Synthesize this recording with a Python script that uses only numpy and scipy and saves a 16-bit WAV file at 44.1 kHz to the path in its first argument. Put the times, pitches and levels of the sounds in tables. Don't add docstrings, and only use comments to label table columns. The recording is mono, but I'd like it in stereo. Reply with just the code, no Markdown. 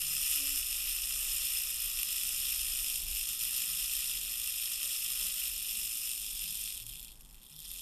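import sys
import numpy as np
from scipy import signal
from scipy.fft import rfft, irfft, next_fast_len
from scipy.io import wavfile
from scipy.ndimage import uniform_filter1d, map_coordinates

SR = 44100
rng = np.random.default_rng(int(sys.argv[2]) if len(sys.argv) > 2 else 0)


def wrap_up_sound(samples):
    columns = np.atleast_2d(samples).T
    tamed = np.clip(columns, -1, 1)
    steps = np.round(tamed * 32767).astype(np.int16)
    wavfile.write(sys.argv[1], SR, steps)


N = 344762

# (time [s], strength [dB])
HARD_CONTACTS = [(1.9885, -15), (2.031, -11), (2.087, -14), (2.2338, -15), (3.0655, -19), (4.4745, -14),
                 (4.83, -13), (5.8698, -17), (6.177, -17.5), (6.308, -21), (6.82, -27.5), (6.8654, -24.5),
                 (6.89, -27), (6.9208, -28), (6.9556, -27.5), (6.995, -26), (7.0283, -29), (7.0467, -26),
                 (7.081, -31), (7.208, -36.5), (7.2486, -38.5), (7.309, -39), (7.3276, -40), (7.3438, -37),
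                 (7.4313, -40), (7.4967, -37), (7.5634, -30), (7.59, -27), (7.602, -25), (7.651, -25),
                 (7.7142, -22.5), (7.736, -25), (7.7932, -24)]


def amp(db):
    return 10 ** (np.asarray(db) / 20)


def unit(x):
    return x / np.sqrt(np.mean(x ** 2) + 1e-20)


def along(points, hz):
    f, v = np.transpose(points)
    return np.interp(np.log(hz + 1), np.log(f + 1), v)


def curves(rows):
    times, *columns = np.transpose(rows)
    return [np.interp(np.arange(N) / SR, times, column) for column in columns]


def wobble(rate):
    knots = rng.standard_normal(int(N * rate / SR) + 4)
    return map_coordinates(knots, [np.arange(N) * rate / SR])


def filtered(x, response):
    m = next_fast_len(N + SR // 2)
    spectrum = rfft(x, m) * response(np.fft.rfftfreq(m, 1 / SR))
    return irfft(spectrum, m)[..., :N]


def rung(x, modes):
    def response(f):
        return sum((-1) ** k * amp(db) * 1j * f * width / (centre ** 2 - f ** 2 + 1j * f * width)
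                   for k, (centre, width, db) in enumerate(modes))
    return filtered(x, response)


def clockwork():
    # (time [s], level [dB])
    train_level = [(0, -35.5), (.5, -35), (.75, -35), (1.0, -36), (1.6, -35.5), (2.2, -35.5), (2.9, -36),
                   (3.38, -35.5), (3.6, -35.5), (4.4, -36), (5.2, -36), (5.6, -36.5), (6.1, -36),
                   (6.78, -37.5), (6.84, -38.5), (7.1, -40.5), (7.16, -50), (7.24, -49), (7.33, -48.5),
                   (7.41, -51.5), (7.52, -46.5), (7.64, -42.5), (7.82, -39.5)]
    # (time [s], depth [dB])
    dips = [(1.72, 1.5), (3.05, 3), (3.379, 3.5), (4.2, 2.5), (6.16, 1.5), (6.85, 4), (7.48, 2)]
    # (time [s], cover [dB], shell [dB], table top [dB])
    shares = [(0, -14, -11.5, -26), (2.8, -12, -12, -26), (3.08, -11.5, -12, -33), (3.3, -12, -12.5, -26),
              (4.3, -11, -12, -26.5), (5.4, -11.5, -12, -26.5), (5.6, -11.5, -11, -29.5),
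              (6.05, -14, -13, -29), (6.25, -10, -12.5, -31.5), (6.8, -9, -13, -30), (7.13, -7, -12, -36),
              (7.22, -11, -14, -26), (7.42, -6.5, -12, -24), (7.6, -8, -18.5, -30), (7.82, -9, -13.5, -28)]
    # (centre [Hz], width [Hz], strength [dB])
    wheel_modes = [(10420, 590, -7), (11450, 110, 2), (11580, 136, -2), (12920, 1100, -4.5),
                   (13600, 230, -1.5), (14030, 420, -9)]
    bridge_modes = [(7160, 840, -2.5), (7970, 290, -0.5), (8320, 440, 1), (9420, 920, 1.5)]
    plate_modes = [(5109, 129, -0.5), (5300, 137, -0.5), (5560, 326, -4.5), (6420, 114, -10)]
    cover_modes = [(3167, 54, 2), (3412, 106, 0.5), (3608, 87, -0.5), (3827, 91, -3.5), (4080, 91, -7.5),
                   (4303, 81, -4.5), (4700, 170, -11.5)]
    shell_modes = [(2457, 190, -3), (2678, 145, 1.5), (2922, 125, 1), (3126, 25, -12)]
    table_modes = [(570, 43, -7.5), (960, 57, -10), (1186, 49, -1.5), (1296, 29.5, 2), (1433, 68, -3),
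                   (1800, 186, -3), (1983, 91, 2)]
    db_per_octave = 8.5
    dip_s = 0.014

    speed, swings = anchor()
    pace = np.log2(speed / 120)
    t = np.arange(N) / SR
    dip_db = sum(depth * np.exp(-((t - time) / dip_s) ** 2) for time, depth in dips)
    level_db = curves(train_level)[0] + db_per_octave * pace - dip_db
    cover_db, shell_db, table_db = curves(shares)

    hits = contacts(swings, level_db)
    scrape = amp(6 * pace + 0.8 * pinion_mesh(swings))
    wheels = amp(-3.1) * chatter(
        hits, wheel_modes, early=0, t60=0.0085, slide=0.25 * scrape, scatter_db=1.9)
    bridge = amp(-4.6 - 0.8 * pace) * chatter(
        hits, bridge_modes, early=0, t60=0.0095, slide=0.27 * scrape, scatter_db=1.9)
    plates = amp(-9.5 + 1.1 * pace) * chatter(
        hits, plate_modes, early=0.0003, t60=0.011, slide=0.3 * scrape, scatter_db=2.0)
    cover = amp(cover_db) * chatter(
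        hits, cover_modes, early=0.001, t60=0.0039, slide=0.16 * np.sqrt(scrape), scatter_db=1.3)
    shell = amp(shell_db) * chatter(
        hits, shell_modes, early=0.0012, t60=0.0051, slide=0.12 * scrape, scatter_db=0.0)
    table = amp(table_db) * chatter(
        hits, table_modes, early=0.00108, t60=0.014, slide=0.44 * scrape, scatter_db=2.0)

    flutter = amp(0.31 * wobble(8) + 0.68 * wobble(17) + 0.57 * wobble(45))
    return amp(level_db) * flutter * (wheels + bridge + plates + cover + shell + table)


def anchor():
    # (time [s], speed [swings/s])
    swing_speed = [(0.0, 139.1), (0.36, 146.98), (0.56, 134.29), (0.68, 117.08), (0.82, 127.88),
                   (1.6, 140.66), (1.76, 120.99), (2.0, 122.04), (2.2, 128.36), (2.8, 131.89),
                   (3.06, 106.85), (3.5, 123.37), (4.06, 130.72), (4.24, 111.45), (5.2, 127.06),
                   (5.42, 121.52), (5.58, 105.8), (5.76, 113.49), (6.07, 117.83), (6.2, 107.45),
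                   (6.68, 105.84), (6.84, 76.49), (6.93, 69.06), (7.08, 54.7), (7.25, 49.76), (7.42, 60.53),
                   (7.58, 76.88), (7.82, 89.6)]
    ripple, ripple_swings, ripple_turn = 0.021, 33.75, 0.47
    first_swing = 5.43

    speed = curves(swing_speed)[0]
    turns = np.cumsum(speed) / SR / ripple_swings
    speed = speed * (1 + ripple * np.cos(2 * np.pi * (turns - ripple_turn)))
    return speed, first_swing + np.cumsum(speed) / SR


def pinion_mesh(swings):
    return np.cos(2 * np.pi * (3 / 7 * swings - 0.27))


def contacts(swings, level_db):
    # (place in the swing [0-1], strength [dB], swell by the pinion [dB])
    swing_contacts = [(.76, 0, 2.3), (.2, -1.5, 1.2), (.97, -8, 3)]
    hard_s, hard_db = np.transpose(HARD_CONTACTS)
    hard = np.round(hard_s * SR).astype(int)
    places, blows = [hard], [hard_db - level_db[hard] - 16.0]
    whole = np.arange(np.ceil(swings[0]), swings[-1] - 1)
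    for place, db, swell_db in swing_contacts:
        luck = rng.standard_normal((len(whole), 2))
        due = whole + place + 0.023 * luck[:, 0]
        strength = db + swell_db * pinion_mesh(due) + 0.36 * luck[:, 1]
        at = np.clip(np.searchsorted(swings, due), 0, N - 1)
        free = np.abs(at[:, None] - hard).min(axis=1) > SR // 400
        places.append(at[free])
        blows.append(strength[free])
    return np.concatenate(places), np.concatenate(blows)


def chatter(hits, modes, early, t60, slide, scatter_db):
    at, db = hits
    steady = np.where(np.arange(len(at)) < len(HARD_CONTACTS), 0.3, 1)
    at = np.maximum(at - round(early * SR), 0)
    blow_db = db + scatter_db * steady * rng.standard_normal(len(at))
    power = np.bincount(at, amp(2 * blow_db), N)

    t = np.arange(SR // 25) / SR
    decay = amp(-120 * t / t60) * (1 - np.exp(-t / 0.0001))
    burst = np.abs(signal.fftconvolve(power, decay)[:N])
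    ring = rung(np.sqrt(burst + slide ** 2) * rng.standard_normal(N), modes)

    drift = amp(0.53 * wobble(7))
    mean_power = np.abs(uniform_filter1d(ring ** 2, size=SR // 6))
    return drift * ring / np.sqrt(mean_power + 1e-12)


def room():
    # (frequency [Hz], density [dB per Hz])
    hush_colour = [(41, -50), (70, -1.5), (130, -4.5), (195, -3.5), (301, -9.5), (337, -13.5), (746, -21.5),
                   (790, -15.5), (887, -15.5), (2200, -31), (2860, -67), (4840, -120)]
    # (frequency [Hz], density [dB per Hz])
    rumble_colour = [(10, -13), (22, -3), (40, -2), (60, -10), (85, -38), (150, -42)]
    # (time [s], level [dB])
    rumble_level = [(0, -53), (.3, -52.5), (1.3, -51.5), (2.45, -54), (2.6, -49), (3.12, -47.5), (3.2, -53),
                    (3.8, -58.5), (4.2, -53.5), (4.7, -63), (5.2, -58), (5.8, -56), (6.0, -64),
                    (6.25, -55.5), (7.82, -60)]

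    def noise(colour):
        return unit(filtered(rng.standard_normal(N), lambda hz: amp(along(colour, hz))))

    rumble = amp(curves(rumble_level)[0] + 1.4 * wobble(7.3)) * noise(rumble_colour)
    hush = amp(-67.0 + 1.3 * wobble(4)) * noise(hush_colour)
    return rumble + hush


def hums():
    # (start [s], length [s], pitch [Hz], level [dB])
    far_tones = [(0.0, 0.21, 156, -58.5), (0.0, .2, 111, -62), (.33, 0.26, 276, -56), (.38, 0.15, 571, -64),
                 (3.65, 0.16, 158.4, -63.5), (4.75, 0.24, 562, -69), (5.08, 0.24, 573, -70),
                 (5.18, 0.15, 197, -63), (5.7, 0.35, 201.3, -69), (6.4, 0.17, 157, -61.5),
                 (6.42, .14, 196, -66), (6.8, 0.14, 112, -55), (6.8, 0.24, 157.3, -65),
                 (7.5, 0.14, 151, -60.5)]
    out = np.zeros(N + SR)
    waver = amp(2.1 * wobble(25))
    for start, length, hz, db in far_tones:
        t = np.arange(round(length * SR)) / SR
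        swell = np.sin(np.pi * t / length) ** 0.65
        out[round(start * SR):][:len(t)] += amp(db) * swell * np.sin(2 * np.pi * hz * t)
    return out[:N] * waver


def scene():
    # (frequency [Hz], share of the time [0-1], side against middle [dB])
    width = [(30, .1, -24), (200, .12, -11), (600, .1, -7), (1300, .03, -10), (2500, .01, -18),
             (4600, .04, -8), (5300, .2, -4), (6300, .35, -2), (7500, .55, -4), (8800, .6, -4),
             (9800, .2, -2), (12500, .22, -1), (14200, .12, -2)]
    mid = clockwork() + room() + hums()
    hz, _, z = signal.stft(mid, SR, nperseg=512)

    field = uniform_filter1d(rng.standard_normal(z.shape), size=24, axis=0)
    field = uniform_filter1d(field, size=8, axis=1)
    rank = field.argsort(axis=1).argsort(axis=1) / z.shape[1]
    corner, share, side_db = np.transpose(width)
    patches = rank < np.interp(hz, corner, share)[:, None]
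    apart = patches * amp(np.interp(hz, corner, side_db))[:, None]
    random_phase = np.exp(2j * np.pi * rng.random(z.shape))
    side = signal.istft(z * apart * random_phase, nperseg=512)[1][:N]
    return np.array([mid + side, mid - side])


def record(dry):
    top_hz = 14280
    return filtered(dry, lambda hz: np.clip((top_hz + 60 - hz) / 120, 0, 1) ** 2)


dry = scene()
out = record(dry)
wrap_up_sound(out)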